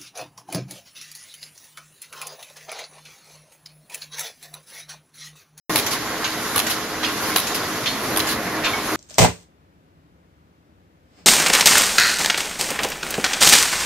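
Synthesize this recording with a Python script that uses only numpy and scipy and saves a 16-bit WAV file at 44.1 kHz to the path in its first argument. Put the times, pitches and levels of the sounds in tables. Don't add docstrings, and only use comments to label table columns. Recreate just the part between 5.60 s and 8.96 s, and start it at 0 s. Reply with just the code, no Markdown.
import sys
import numpy as np
from scipy import signal
from scipy.fft import rfft, irfft, next_fast_len
from scipy.io import wavfile
from scipy.ndimage import uniform_filter1d, map_coordinates

SR = 44100
rng = np.random.default_rng(int(sys.argv[2]) if len(sys.argv) > 2 else 0)


def dump_mix(stems):
    frames = np.atleast_2d(stems).T
    limited = np.clip(frames, -1, 1)
    pcm = np.round(limited * 32767).astype(np.int16)
    wavfile.write(sys.argv[1], SR, pcm)


N = 148176
T = np.arange(N) / SR

# (frequency [Hz], side over mid [dB])
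STEREO_WIDTH = [(30, -21), (80, -34), (250, -23), (500, -15), (1000, -13.5), (2000, -8.5), (4000, -1.5),
                (12000, -1)]


def amp(db):
    return 10 ** (np.asarray(db) / 20)


def unit(x):
    return x / np.sqrt(np.mean(x ** 2) + 1e-20)


def along(points, hz):
    knots_hz, values = np.transpose(points)
    return np.interp(np.log(hz + 1), np.log(knots_hz + 1), values)


def curves(rows):
    times, *columns = np.transpose(rows)
    return [np.interp(T, times, column) for column in columns]


def wobble(rate):
    return map_coordinates(rng.standard_normal(int(N * rate / SR) + 4), [T * rate])


def filtered(x, response):
    size = next_fast_len(N + SR // 2)
    return irfft(rfft(x, size) * response(np.fft.rfftfreq(size, 1 / SR)), size)[..., :N]


def rush(spectrum, patchy_db, resonances=()):
    def mid_side_gain(hz):
        peaks_db = sum(db / (1 + (2 * (hz - centre) / width) ** 2) for centre, width, db in resonances)
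        return amp(along(spectrum, hz) + peaks_db) * [np.ones_like(hz), amp(along(STEREO_WIDTH, hz))]
    cells = signal.stft(rng.standard_normal((2, N)), nperseg=512)[2]
    patches = uniform_filter1d(uniform_filter1d(rng.standard_normal(cells.shape[1:]), 5, 0), 5, 1)
    noise = signal.istft(cells * amp(patchy_db * unit(patches)), nperseg=512)[1][:, :N]
    mid, side = filtered(noise, mid_side_gain)
    return unit(np.array([mid + side, mid - side]))


def strokes(rows, attack_s, t60_s):
    power = np.zeros(N)
    for start, hold, db in rows:
        age = np.maximum(T - start, 0)
        decay = amp(db - 60 * np.maximum(age - hold, 0) / t60_s)
        power += (decay * (1 - np.exp(-age / attack_s))) ** 2
    return np.sqrt(power)


def ring(start_s, db, modes):
    rattle_db, attack_s = 2.2, .00067
    hz, mode_db, t60 = np.transpose(modes)[:, :, None]
    first = round(start_s * SR)
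    t = T[:min(SR // 4, N - first)]
    knots = rng.standard_normal((len(hz), 24))
    rattle = np.array([np.interp(t, np.linspace(0, .25, 24), row) for row in knots])
    gain = amp(db + mode_db + rattle_db * rattle - 60 * t / t60) * (1 - np.exp(-t / attack_s))
    phase = 2 * np.pi * hz * t + rattle / 2
    port_shift = rng.uniform(0.08, 0.23, hz.shape)
    out = np.zeros((2, N))
    out[:, first:first + len(t)] = [(gain * np.sin(phase + way * port_shift)).sum(0) for way in (1, -1)]
    return out


def favoured(modes, favour_hz, loss_db):
    return [(hz, db - loss_db * np.log2(hz / favour_hz) ** 2, t60) for hz, db, t60 in modes]


def motor_roar():
    # (time [s], rumble [dB], roar [dB], hiss [dB], fizz [dB])
    levels = [(.1, -27.5, -25.5, -31.5, -31.5), (.17, -34, -32, -28.5, -32), (.3, -33, -30, -33, -38.5),
              (.57, -34, -29.5, -34, -37.5), (.76, -33, -29.5, -31, -34.5), (.89, -31, -28.5, -31, -32.5),
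              (.98, -31.5, -26.5, -29.5, -31), (1.16, -33.5, -30.5, -33, -39),
              (1.44, -32, -29, -32.5, -36.5), (1.57, -33, -30, -31, -35.5), (1.7, -30.5, -26.5, -29.5, -31),
              (1.83, -34.5, -32, -31, -36), (2.04, -30.5, -28.5, -30.5, -35),
              (2.36, -32.5, -30.5, -32.5, -36), (2.53, -29, -26.5, -32, -33),
              (2.8, -30.5, -28.5, -35, -38.5), (3.07, -31, -27.5, -36, -39), (3.25, -30, -28, -31, -33.5),
              (3.36, -30, -27.5, -32, -35.5)]
    # (frequency [Hz], width [Hz], boost [dB])
    housing = [(105.5, 34, 3.5), (239, 54, 4), (430, 30, 6.5), (628, 8.7, 7), (712, 27, 6), (1073, 97, 5),
               (1450, 320, 2)]
    # (frequency [Hz], relative level [dB])
    rumble_spectrum = [(20, -26), (40, -11), (70, -10), (140, -5), (270, -1.5), (550, -3.5), (700, -9.5),
                       (1000, -35), (4000, -66)]
    roar_spectrum = [(400, -34), (600, -9.5), (750, -3.5), (1100, -2.5), (2000, -4), (2600, -12.5),
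                     (9000, -41)]
    hiss_spectrum = [(1200, -15), (2500, -4), (4000, -2), (6500, -4), (8000, -8), (9000, -63)]
    fizz_spectrum = [(7500, -47), (8300, -3), (9500, -3), (11500, 0), (14000, -8.5), (15700, -19)]
    rumble_db, roar_db, hiss_db, fizz_db = curves(levels) + .7 * wobble(9)
    rumble = amp(rumble_db + 0.37 * wobble(25.5)) * rush(rumble_spectrum, 1.0, resonances=housing)
    roar = amp(roar_db + 0.74 * wobble(29.96)) * rush(roar_spectrum, 1.48, resonances=housing)
    hiss = amp(hiss_db + 0.58 * wobble(39.54)) * rush(hiss_spectrum, patchy_db=1.5)
    fizz = amp(fizz_db + 0.65 * wobble(45)) * rush(fizz_spectrum, patchy_db=1.5)
    return rumble + roar + hiss + fizz


def motor_hum():
    # (time [s], level [dB])
    swells = [(0.1, -35), (0.15, -28), (0.21, -46), (0.82, -38.5), (0.9, -59), (1.19, -34.5), (1.24, -48),
              (1.45, -32), (1.69, -45), (1.74, -31), (1.82, -54), (1.97, -35.5), (2.46, -54), (2.52, -30),
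              (2.9, -39), (2.98, -30.5), (3.16, -48), (3.36, -27)]
    hum_hz, waver_hz = 312.8, 1.34
    hum_db, = curves(swells)
    pitch = hum_hz + waver_hz * wobble(6.22)
    return amp(hum_db) * np.sqrt(2) * np.sin(2 * np.pi * np.cumsum(pitch) / SR)


def press():
    # (landing time [s], thud level [dB], seating time [s], clunk level [dB])
    landings = [(.151, -23, .157, -24), (.958, -21, .9595, -14), (1.757, -22, 1.7598, -17),
                (2.561, -22, 2.572, -22)]
    # (frequency [Hz], relative level [dB])
    thud_spectrum = [(50, -28), (100, 10), (170, 2), (350, 0), (900, 8), (1800, -15), (3000, -24)]
    # (frequency [Hz], level [dB], t60 [s])
    beam_modes = [(450, -2, .04), (850, 0, .04), (1200, -3, .03)]
    thuds = strokes([(s, 0, db) for s, db, _, _ in landings], attack_s=0.0016, t60_s=0.13)
    thuds = thuds * rush(thud_spectrum, patchy_db=5)
    return thuds + sum(ring(s, db, beam_modes) for _, _, s, db in landings)


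def cracks(snaps):
    width_s, boost_db = 0.0004, 12
    out = np.zeros(N)
    for start, db in snaps:
        age = np.maximum(T - start, 0) / width_s
        out -= amp(db + boost_db) * (age > 0) * (1 - age) * np.exp(-age)
    return out


def weld():
    # (time [s], level [dB])
    snaps = [(0.1581, -15), (0.959, -21), (.9625, -20), (1.7600, -12), (2.5726, -19.5)]
    # (time [s], level [dB], sizzle over sputter [dB])
    sparks = [(.158, -13, 4), (.167, -12.5, -5), (.177, -16, 6), (.187, -12.5, -3), (.196, -12.5, -5),
              (0.9598, -20.5, 10), (.97, -21, 4), (.978, -13, 4), (0.99, -11, -3), (0.998, -13, -2),
              (1.761, -9.5, -0.5), (1.77, -18, 8.5), (1.781, -16, 0), (1.79, -16.5, -1), (1.799, -19, 2),
              (2.561, -18, -2), (2.571, -18, 4.5), (2.581, -23, 5), (2.592, -14.5, -7), (2.6, -9.5, -19)]
    # (frequency [Hz], relative level [dB])
    sputter_spectrum = [(200, -30), (500, -3), (1500, -3), (2800, 1.5), (4000, 2), (5200, -4), (7000, -6),
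                        (9000, -9)]
    sizzle_spectrum = [(6000, -27), (8500, -3.5), (11000, 6.5), (13500, -5), (15700, -15.5)]
    # (time [s], level [dB], favoured pitch [Hz])
    clinks = [(0.1593, -19, 3900), (1.76, -10, 2900), (1.7707, -15, 11500), (1.771, -16, 4000),
              (1.7827, -21, 4000), (1.8, -22, 4000), (2.573, -10.5, 8600), (2.602, -12.5, 3670)]
    # (frequency [Hz], level [dB], t60 [s])
    electrode_modes = [(2500, -2, .03), (3950, 0, .028), (9150, 0, .026), (11500, 0, .025)]
    low_cut_hz = 300
    snap = strokes([(s, 0, db) for s, db in snaps], attack_s=.0001, t60_s=.022)
    sputter = strokes([(s, 0, db) for s, db, _ in sparks], attack_s=.001, t60_s=.036)
    sizzle = strokes([(s, 0, db + over) for s, db, over in sparks], attack_s=.001, t60_s=.03)
    grit = amp(1.5 * wobble(700))
    crackle = (sputter * grit + snap) * rush(sputter_spectrum, patchy_db=1.0)
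    crackle += sizzle * grit * rush(sizzle_spectrum, patchy_db=0.5)
    rings = sum(ring(s, db, favoured(electrode_modes, hz, loss_db=30)) for s, db, hz in clinks)
    return filtered(crackle + cracks(snaps) + rings, lambda hz: (1j * hz / (low_cut_hz + 1j * hz)) ** 2)


def pneumatics():
    # (time [s], level [dB])
    clicks = [(.2619, -16), (1.065, -17), (1.8674, -20), (2.668, -18.5)]
    # (time [s], hold [s], level [dB])
    puffs = [(.308, 0.031, -22.5), (1.095, 0.021, -20), (1.943, 0.011, -21.5), (2.686, 0.04, -24.5)]
    # (frequency [Hz], relative level [dB])
    valve_spectrum = [(500, -54), (1500, 7.5), (4000, 0.5), (7000, 4), (10000, -3), (13000, -0.5),
                      (16000, -27)]
    air_spectrum = [(1000, -9.5), (3300, 3.5), (5000, 2.5), (7000, -5), (11500, 0.5), (14000, -7.5),
                    (15700, -14)]
    valve = strokes([(s, 0, db) for s, db in clicks], attack_s=0.003, t60_s=0.13)
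    air = strokes(puffs, attack_s=0.0024, t60_s=0.14)
    return valve * rush(valve_spectrum, patchy_db=2.5) + air * rush(air_spectrum, patchy_db=2.5)


def cross_wire():
    # (time [s], clatter level [dB], ring level [dB], favoured pitch [Hz])
    drops = [(.641, -18.5, -30, 3870), (.644, -40, -20, 6400), (1.43, -20, -21, 1250),
             (1.441, -21, -28, 2800), (1.446, -34, -20.5, 5300), (2.257, -20, -28, 3000),
             (2.265, -24.5, -25, 3850), (2.272, -24, -22, 4400), (3.037, -23, -21, 2200),
             (3.044, -17.5, -27, 3900), (3.063, -24.5, -20.5, 3430), (3.066, -34, -26, 1250),
             (3.101, -38, -36, 3400)]
    # (frequency [Hz], relative level [dB])
    clatter_spectrum = [(500, -16), (1100, -7), (1800, 1), (2600, 4.5), (3900, 0.5), (5000, -5.5),
                        (6500, -8.5), (9000, -15), (15000, -32)]
    # (frequency [Hz], level [dB], t60 [s])
    wire_modes = [(974, -2, .11), (1250, 0, .08), (1567, -1, .1), (1895, -4, .18), (2412, -4, .18),
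                  (2557, -5, .12), (2988, -3, .1), (3609, 0, .16), (3962, 0, .06), (4281, -3, .27),
                  (4998, -5, .15), (5560, -8, .08), (6449, -2, .08)]
    clatter = strokes([(s, 0, db) for s, db, _, _ in drops], attack_s=0.0025, t60_s=0.2)
    grit = amp(0.86 * wobble(400))
    rings = sum(ring(s, db, favoured(wire_modes, hz, loss_db=80)) for s, _, db, hz in drops)
    return clatter * grit * rush(clatter_spectrum, patchy_db=3.0) + rings


def loose_part():
    # (frequency [Hz], level [dB], t60 [s])
    part_modes = [(829, -12, .07), (1300, -7, .08), (2229, 0, .13), (3165, -9, .1)]
    return ring(start_s=3.134, db=-21, modes=part_modes)


def hall(near):
    # (frequency [Hz], t60 [s])
    decay_times = [(200, 0.55), (2000, 0.85), (10000, 0.36)]
    hz, t, cells = signal.stft(rng.standard_normal((2, SR)), SR, nperseg=256)
    mid, side = cells * amp(-60 * t / along(decay_times, hz)[:, None])
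    side *= amp(along(STEREO_WIDTH, hz))[:, None]
    tail = signal.istft(np.array([mid + side, mid - side]), SR, nperseg=256)[1]
    delayed = np.pad(near.mean(0), (400, 0))
    return signal.fftconvolve(delayed[None], tail / np.linalg.norm(tail[0]), axes=1)[:, :N]


def scene():
    hall_db = -9.5
    near = press() + weld() + pneumatics() + cross_wire() + loose_part()
    return near + amp(hall_db) * hall(near) + motor_roar() + motor_hum()


def record(dry):
    # (frequency [Hz], left over right [dB])
    balance = [(500, 0), (1500, -1.5), (3000, -2), (6000, -1.5), (10000, 1)]
    notch_hz, notch_width_hz, notch_order = 8230, 770, 2.4
    left_lag_s, start_s, fade_s = 2e-5, .0945, 0.0017

    def microphone(hz):
        detuning = (hz * hz - notch_hz ** 2) / (hz + 1) / notch_width_hz
        notch = (np.abs(detuning) / np.sqrt(1 + detuning ** 2)) ** notch_order
        left = amp(along(balance, hz) / 2) * np.exp(-1j * np.pi * hz * left_lag_s)
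        return notch * np.array([left, 1 / left])
    fade_in = np.clip((T - start_s) / fade_s, 0, 1)
    shelf_hz, shelf_db, top_hz = 15750, -17, 16400
    heard = filtered(dry, lambda hz: microphone(hz) * amp(shelf_db * (hz > shelf_hz))) * fade_in
    return filtered(heard, lambda hz: hz < top_hz)


dry = scene()
out = record(dry)
dump_mix(out)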